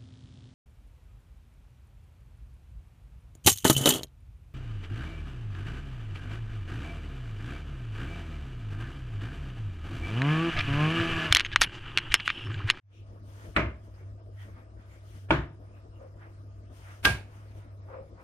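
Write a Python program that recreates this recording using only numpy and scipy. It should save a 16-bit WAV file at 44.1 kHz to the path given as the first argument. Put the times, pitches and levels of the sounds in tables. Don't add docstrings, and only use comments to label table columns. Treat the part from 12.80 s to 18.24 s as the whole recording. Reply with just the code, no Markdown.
import sys
import numpy as np
from scipy import signal
from scipy.fft import rfft, irfft
from scipy.io import wavfile
from scipy.ndimage import uniform_filter1d

SR = 44100
rng = np.random.default_rng(int(sys.argv[2]) if len(sys.argv) > 2 else 0)


def dump(signal):
    limited = np.clip(np.atleast_2d(signal).T, -1, 1)
    pcm = np.round(limited * 32767).astype(np.int16)
    wavfile.write(sys.argv[1], SR, pcm)


def invert_db(x):
    u = np.asarray(x, float) / 20
    return 10 ** u


N = 239806


def evened(x):
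    return x / np.sqrt(np.mean(x ** 2) + 1e-20)


def read(points, hz):
    f, value = np.transpose(points)
    return np.interp(np.log(hz + 1), np.log(f + 1), value)


def resonate(x, hz, width):
    turn = np.exp(2j * np.pi * np.cumsum(hz * np.ones(x.shape[-1])) / SR)
    r = np.exp(-np.pi * width / SR)
    return 2 * (turn * signal.lfilter([1 - r], [1, -r], x / turn)).real


def whitened(x, bins):
    z = rfft(x)
    z = z / np.sqrt(uniform_filter1d(abs(z) ** 2, round(bins), -1) + 1e-20)
    return irfft(z, x.shape[-1]) * np.linalg.norm(x[0])


def causal(colour):
    hz = abs(np.fft.fftfreq(SR // 2, 1 / SR))
    log_gain = np.log(invert_db(np.maximum(read(colour, hz), -100)))
    click = np.fft.ifft(np.exp(log_gain - 1j * signal.hilbert(log_gain).imag)).real
    return click / abs(click).max()


# frequency in Hz, likeness from 0 to 1.
PORT_LIKENESS = [(100, 1), (200, .97), (450, .88), (850, .55), (1700, .33), (3500, .1), (8000, .06)]


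def ports(a, b, hz, lead, tilt):
    same = np.clip(read(PORT_LIKENESS, hz), 0, 1)
    lean = invert_db(read(tilt, hz) / 2)
    mixed = same * a + np.sqrt(1 - same ** 2) * b
    right = mixed * np.exp(-2j * np.pi * hz * lead / SR)
    return np.array([a * lean, right / lean])


# frequency in Hz, left over right in dB.
NOISE_TILT = [(60, 5), (180, 1.5), (550, 4), (1650, -2), (4970, 8.5), (15000, 14.5)]


def noise(colour, patchy_db, size=512):
    hz = np.fft.rfftfreq(size, 1 / SR)
    a, b, c, d, patches = rng.standard_normal((4 * N // size + 5, len(hz), 5)).T
    patches = uniform_filter1d(patches, size // 64, 0)
    patches = evened(uniform_filter1d(patches, 8192 // size, 1))
    z = ports(a + 1j * b, c + 1j * d, hz[:, None], 13.2, NOISE_TILT)
    z = z * invert_db(read(colour, hz)[:, None] + patchy_db * patches)
    return evened(signal.istft(z, nperseg=size, noverlap=3 * size // 4)[1][:, :N])


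# frequency in Hz, level in dB per Hz.
ROOM_TONE = [(20, -36.5), (45, -9), (85, -12), (118, -23), (187, -25), (308, -21.5), (408, -26.5),
             (637, -24.5), (797, -37.5), (1210, -36), (1650, -45), (7440, -59.5), (12000, -62),
             (15800, -78)]
# frequency in Hz, width in Hz, level in dB.
FAN_BANDS = [(5100, 560, -84.5), (1220, 25, -77.5), (654, 34, -71.5), (335.6, 6.8, -71), (150.7, 4.7, -68),
             (62.3, 10, -56.5)]


def air():
    flat = noise([(100, 0.0054), (9000, 0)], 0.3, size=1024)
    bands = np.zeros((2, N))
    for hz, width, db in FAN_BANDS:
        bands += invert_db(db) * evened(resonate(resonate(flat, hz, width), hz, width))
    return invert_db(-52.5) * noise(ROOM_TONE, 3.5, size=2048) + bands


# time in seconds, level in dB.
HUM_LEVEL = [(0, -105), (.04, -59.5), (.15, -56), (.2, -46), (.6, -48), (1.1, -50.5), (1.3, -41.5),
             (1.4, -49.5), (1.58, -43), (1.9, -53.5), (2.3, -49.5), (2.45, -44), (3.05, -51.5),
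             (3.7, -46.5), (4.2, -49.5), (4.7, -46.5), (5.12, -46.5), (5.44, -59)]


def hum(hum_hz=99.7, waver_hz=1.2, lag=16):
    waver = uniform_filter1d(rng.standard_normal(N), size=4000)
    waver = evened(uniform_filter1d(waver, size=4000))
    turns = np.cumsum(hum_hz + waver_hz * waver) / SR
    fuzz = evened(resonate(resonate(rng.standard_normal(N), 92, 12), 92, 12))
    level = invert_db(np.interp(np.arange(N) / SR, *np.transpose(HUM_LEVEL)))
    tone = level * (np.sqrt(2) * np.sin(2 * np.pi * turns) + 0.3 * fuzz)
    return np.array([tone, np.roll(tone, lag)])


def bumps(rows):
    t, out = np.arange(N) / SR, np.zeros((2, N))
    slow_fall, drop_db = 1.59, -21
    for s, spread, *db in rows:
        away = np.maximum(s - t, (t - s) / slow_fall) / spread
        out += invert_db(db)[:, None] * invert_db(drop_db * np.minimum(away, 5) ** 1.2)
    return out


# peak in seconds, spread in seconds, board level in dB, scrape level in dB.
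SHOE_SCUFFS = [
    (3.208, .022, -50, -64),
    (3.24, .05, -48, -67),
    (5.1, .025, -68, -50),
    (5.145, 0.055, -43, -49),
    (5.2, .06, -50, -67),
    (5.39, 0.063, -65, -57),
]


def scuffs():
    slips = noise([(150, -5.5), (320, 1.0), (600, 2.5), (1200, 5.5), (1700, -9.5), (2400, -58), (4000, -52)], 1.1)
    slips *= invert_db(evened(uniform_filter1d(rng.standard_normal(N), 300)))
    board, scrape = bumps(SHOE_SCUFFS)
    return board * evened(resonate(slips, 530, 24)) + scrape * slips


# start in seconds, length in seconds, level in dB, frequency in Hz, width in Hz.
FINGER_RUBS = [(0.111, 0.15, -66, 2780, 700), (0.125, 0.094, -74.5, 5500, 900),
               (1.564, 0.11, -58.5, 1900, 160), (1.565, 0.1, -65.5, 3150, 300), (2.073, .1, -67, 2100, 400),
               (2.1, .07, -74, 7230, 200), (2.9, 0.14, -72, 2560, 260), (3.121, 0.088, -73, 2800, 200),
               (1.458, 0.011, -69, 1200, 900), (3.828, 0.018, -79, 900, 700),
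               (3.896, .014, -65.5, 1183, 900), (1.133, 0.039, -72, 4940, 900)]


def fingers():
    rub, out = noise([(500, 0), (9000, 0)], 1.5, size=256), np.zeros((2, N))
    for s, length, db, hz, width in FINGER_RUBS:
        part = slice(round(s * SR), round((s + length) * SR))
        band = evened(resonate(resonate(rub[:, part], hz, width), hz, 2 * width))
        out[:, part] += invert_db(db) * np.sin(np.linspace(0, np.pi, band.shape[1])) * band
    return out


# start in seconds, peak in seconds, end in seconds,
# swish level in dB, rustle level in dB.
ARM_SWINGS = [
    (0.458, .658, 0.76, -62, -56.5),
    (2.248, 2.37, 2.47, -64.5, -63),
    (3.916, 4.108, 4.23, -62.5, -52.5),
]


def swings():
    t, out = np.arange(N) / SR, np.zeros((2, N))
    edge_s = 0.05
    weaker_db = np.c_[[-6.5, -16.5]]
    for start, peak, end, *db in ARM_SWINGS:
        away = np.interp(t, [start, peak, end], [1, 0, 1])
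        edge = np.clip(np.minimum(t - start, end - t) / edge_s + .5, 0, 1)
        out += edge * invert_db(np.c_[db] + weaker_db * away)
    return out


# frequency in Hz, level in dB per Hz.
SWISH_COLOUR = [(1760, -18), (3000, 2), (3830, -7), (4580, -7.5), (6220, -5.5), (7510, -13), (9250, -5.5),
                (10500, -16.5), (13800, -14.5), (15800, -25.5)]
# frequency in Hz, level in dB per Hz.
RUSTLE_COLOUR = [(410, -31.5), (700, 0.5), (785, -8), (874, 1), (1190, -1.5), (1360, 1.5), (2230, -4),
                 (5000, -35.5), (6500, -56.5), (11000, -120)]
# peak in seconds, spread in seconds, swish level in dB, rustle level in dB.
SLEEVE_SHIFTS = [(.13, 0.094, -82, -76.5), (.3, 0.19, -80.5, -70.5), (1.05, 0.063, -72, -72.5),
                 (1.19, 0.13, -74.5, -64), (1.625, 0.098, -64.5, -58), (1.78, 0.071, -83, -56.5),
                 (2.01, 0.072, -94.5, -64.5), (2.14, 0.15, -69, -63.5), (2.86, 0.09, -78.5, -72.5),
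                 (2.96, 0.14, -82.5, -70.5), (3.226, 0.09, -78, -64.5), (3.43, 0.071, -93, -55.5),
                 (3.54, 0.15, -76.5, -72), (3.77, .05, -93.5, -74), (3.97, .05, -70.5, -75),
                 (4.56, 0.19, -68.5, -60.5), (4.775, 0.06, -68, -67), (4.84, 0.122, -91, -67),
                 (5.03, 0.03, -100, -70), (5.14, 0.086, -92, -55), (5.41, 0.065, -76.5, -60)]


def cloth():
    swish = noise(SWISH_COLOUR, 1.2, size=256)
    rustle = noise(RUSTLE_COLOUR, 1.8, size=256)
    bright, dull = swings() + bumps(SLEEVE_SHIFTS)
    return bright * swish + dull * rustle


# frequency in Hz, rise time in seconds.
PANEL_MODES = [(63, 0.01), (79, .012), (105, 0.0068)]
# start in seconds,
# level in dB of the low, the middle and the high mode, time to fall by 60 dB in seconds.
DOOR_KNOCKS = [
    (0.761, -24.5, -31.5, -28.5, 0.26),
    (.826, -26, -33, -30.5, 0.38),
    (2.501, -24, -29, -27, 0.28),
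    (2.582, -25.5, -29, -28, 0.2),
    (4.25, -33.5, -38, -30.5, 0.17),
    (4.267, -25, -34, -44, 0.25),
    (4.298, -42.5, -37, -28, 0.17),
    (4.329, -24, -28, -30, .12),
]


def door():
    t, out = np.arange(SR // 2) / SR, np.zeros(N)
    for mode, (hz, rise) in enumerate(PANEL_MODES):
        loose = evened(resonate(resonate(rng.standard_normal(N), hz, 30), hz, 45))
        swell = np.sin(np.pi / 2 * np.minimum(t / rise, 1)) ** 2
        for s, *db, t60 in DOOR_KNOCKS:
            part = slice(round(s * SR), round(s * SR) + len(t))
            swing = np.sqrt(2) * np.sin(2 * np.pi * hz * t) + 0.3 * loose[part]
            out[part] += invert_db(db[mode] - 60 * t / t60) * swell * swing
    return out


# frequency in Hz, time to fall by 60 dB in seconds.
ROOM_DECAY = [(130, 0.41), (340, 0.34), (910, 0.32), (2400, 0.3), (6300, 0.28), (12000, 0.25)]


def room(build_s=.008):
    taps = rng.standard_normal((2, SR // 2)) * (rng.random((2, SR // 2)) < .4)
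    hz, t, z = signal.stft(taps, SR, nperseg=256)
    z = z * invert_db(-60 * t / read(ROOM_DECAY, hz)[:, None])
    tail = signal.istft(z, SR, nperseg=256)[1][:, :SR // 2]
    tail *= np.clip(np.arange(SR // 2) / SR / build_s, 0, 1)
    return tail / np.linalg.norm(tail[0])


# frequency in Hz, left over right in dB.
BOARD_BALANCE = [(60, 0), (200, 1), (450, 2), (900, 1.5), (1700, 0), (3400, -3), (7000, 4), (12000, 2.5)]


def dart(blows, colour, tail, rings, mix, crunch_s=0.0022, smear_s=0.014):
    thud_db, room_db, smear_db, ring_db = mix
    lead_in = 1024
    start, t = round(blows[0][0] * SR) - lead_in, np.arange(SR // 2) / SR
    hz = np.fft.rfftfreq(len(t), 1 / SR)

    force, fronts = np.zeros((2, SR // 2))
    for k, (s, db) in enumerate(blows):
        after = t - s + start / SR
        force += invert_db(db) * np.exp(-np.maximum(after, 0) / crunch_s) * (after > -1 / SR)
        fronts[round(s * SR) - start] = (-1) ** k * invert_db(db)
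    crunch = .22 * force * rng.standard_normal((2, len(t)))
    contacts = whitened(fronts + crunch, 200) * (force > 0)

    ring = np.zeros(len(t))
    for f, db, t60 in rings:
        ring += invert_db(db - 60 * t / min(t60, .3)) * np.sin(2 * np.pi * f * t)
    body = causal(colour) + invert_db(ring_db) * ring / abs(ring).max()

    swell = np.exp(np.minimum(t - lead_in / SR, 0) / smear_s) * (t < 1040 / SR)
    smear = rng.standard_normal((2, len(t))) * swell
    echoes = np.roll(whitened(room(), 40), lead_in, axis=1)

    layers = [(contacts, body, thud_db, slice(1024, 1550)),
              (echoes, causal(tail), room_db, slice(1730, 5700)),
              (smear, causal(tail), smear_db, slice(800, 1024))]
    top_cut = 1 + (hz / 15400) ** 40
    out = np.zeros((2, N))
    for drive, shape, db, span in layers:
        left, right = rfft(drive) * rfft(shape)
        pair = irfft(ports(left, right, hz, 4, BOARD_BALANCE) / top_cut, len(t))
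        pair = pair / pair[:, span].mean(0).std() * signal.windows.tukey(len(t), .02)
        out[:, start:start + len(t)] += invert_db(db) * pair
    return out


# time in seconds, peak in dB.
STRIKE_CONTACTS = [
    [(.7638, 9), (.7654, -5), (.7671, 0), (.7698, -10.5)],
    [(2.5066, 9.5), (2.5081, -0.5), (2.5101, 3.5), (2.512, -20)],
    [(4.2492, -8), (4.2513, -3.5), (4.2531, 2), (4.2571, -11.5)],
]
# frequency in Hz, level in dB per Hz.
STRIKE_COLOURS = [
    [(88, -30), (150, -12.5), (661, -4), (883, -38.5), (1090, -1), (2230, -2), (3540, -19.5), (3890, -16.5),
     (5400, -41.5), (8750, -33), (11900, -58.5), (12600, -99.5), (15000, -89)],
    [(88, -49), (150, -7), (378, -6), (883, -2), (1130, -15), (1460, 2), (1870, -20.5), (2360, -8.5),
     (3400, -14.5), (3970, -35), (9450, -50.5), (13600, -65), (15000, -86)],
    [(88, -45.5), (150, -22), (468, -24), (1570, -0.5), (2020, -5.5), (3030, -4), (5000, -14),
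     (5300, -13.5), (5720, -21), (7940, -24.5), (8750, -22), (13600, -24), (15000, -31.5)],
]
# frequency in Hz, level in dB per Hz.
ROOM_COLOURS = [
    [(90, -42.5), (150, -1.5), (261, -4), (359, -1.5), (500, -14.5), (627, -1), (750, -15.5), (1200, -6.5),
     (1800, -10.5), (2290, -7), (3000, -21), (4200, -32), (9000, -49), (15200, -60.5)],
    [(90, -32), (140, 5.5), (206, -12.5), (338, -1), (480, -15.5), (653, -7.5), (750, -16), (898, -10.5),
     (1570, -10.5), (2000, -18), (2500, -18.5), (3600, -27), (5000, -38.5), (15200, -60)],
    [(90, -36), (150, -9), (338, -2), (480, -9), (900, -8), (1170, -12.5), (1400, -6), (1600, -4),
     (2000, -14), (2290, -5.5), (3300, -12.5), (7600, -24.5), (9100, -19.5), (15200, -34.5)],
]
# frequency in Hz, level in dB, time to fall by 60 dB in seconds.
STRIKE_RINGS = [
    [(342, 9.5, 0.12), (622, 7, 0.11), (1100, -12, 0.079), (1285, -11.5, .07), (1900, -11.5, .05),
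     (2286, -5, 0.12), (2733, -33.5, .05)],
    [(325, 2.5, 0.16), (645, 1.5, 0.12), (900, 0.5, .09), (1310, -11, 0.056), (1480, -3, 0.079),
     (2300, -3.5, 0.089), (3014, -11, 0.036)],
    [(363, -9.5, 0.13), (1183, 7.5, 0.1), (1330, -9.5, .07), (1616, 11, 0.2), (1822, -7, 0.05),
     (2280, -8, .08), (3150, -8.5, .05)],
]
# thud level in dB, room level in dB, level in dB of the noise just ahead,
# share of ringing in dB.
STRIKE_LEVELS = [
    (-23.5, -29.5, -51.5, -22.5),
    (-18.5, -28.5, -45.5, -14),
    (-18, -32, -40.5, -13.5),
]


def darts():
    strikes = zip(STRIKE_CONTACTS, STRIKE_COLOURS, ROOM_COLOURS, STRIKE_RINGS, STRIKE_LEVELS)
    return sum(dart(*strike) for strike in strikes)


def scene():
    fade = np.clip(np.arange(N) / SR / 0.25, 0, 1) ** 2
    return fade * air() + hum() + scuffs() + fingers() + cloth() + door() + darts()


def hide_faint_treble(z, hz):
    mask_db, mask_slope, mask_hz = -91, 1.4, 9500
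    line_db = 10 * np.log10(abs(z) ** 2 + 1e-20)
    loud_db = 10 * np.log10((abs(z) ** 2).sum(1).mean(0) + 1e-20)
    hidden = np.clip((mask_db + mask_slope * (loud_db + 25) - line_db) / 2, 0, 1)
    hidden = hidden * np.clip(hz / mask_hz - .5, 0, 1)[:, None] ** 2
    return z * invert_db(-40 * hidden)


# band edge in Hz, threshold
# in dB.
FLICKER_BANDS = [(7000, -93), (10000, -87), (15000, -105), (16000, 0)]


def flicker_treble(z, hz, t, depth_db=-18, flutter_db=4, phase=0.14, hole=1.0):
    restless = np.sin(2 * np.pi * (6.1 * t + phase)) + .5 * rng.standard_normal(len(t))
    for (lo_hz, gate_db), (hi_hz, _) in zip(FLICKER_BANDS, FLICKER_BANDS[1:]):
        band = (hz >= lo_hz) & (hz < hi_hz)
        power = abs(z[:, band]) ** 2
        level_db = 10 * np.log10(power.sum(1).mean(0) + 1e-20) + flutter_db * restless
        around = uniform_filter1d(power, size=25, axis=1).clip(1e-20)
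        strong = np.clip(power / around / hole, 0, 1) ** 2
        z[:, band] *= strong * invert_db(depth_db * np.clip((gate_db - level_db) / 2, 0, 1))
    return z


def band_limit(x):
    return signal.sosfilt(signal.butter(12, 15980, fs=SR, output="sos"), x)


def record(dry):
    hz, t, z = signal.stft(dry, SR, nperseg=2048, noverlap=1024)
    z *= 1 / np.sqrt(1 + (42 / (hz[:, None] + 1)) ** 4)
    z = flicker_treble(hide_faint_treble(z, hz), hz, t)
    gated = signal.istft(z, SR, nperseg=2048, noverlap=1024)[1][:, :N]
    return band_limit(gated)


dry = scene()
out = record(dry)
dump(out)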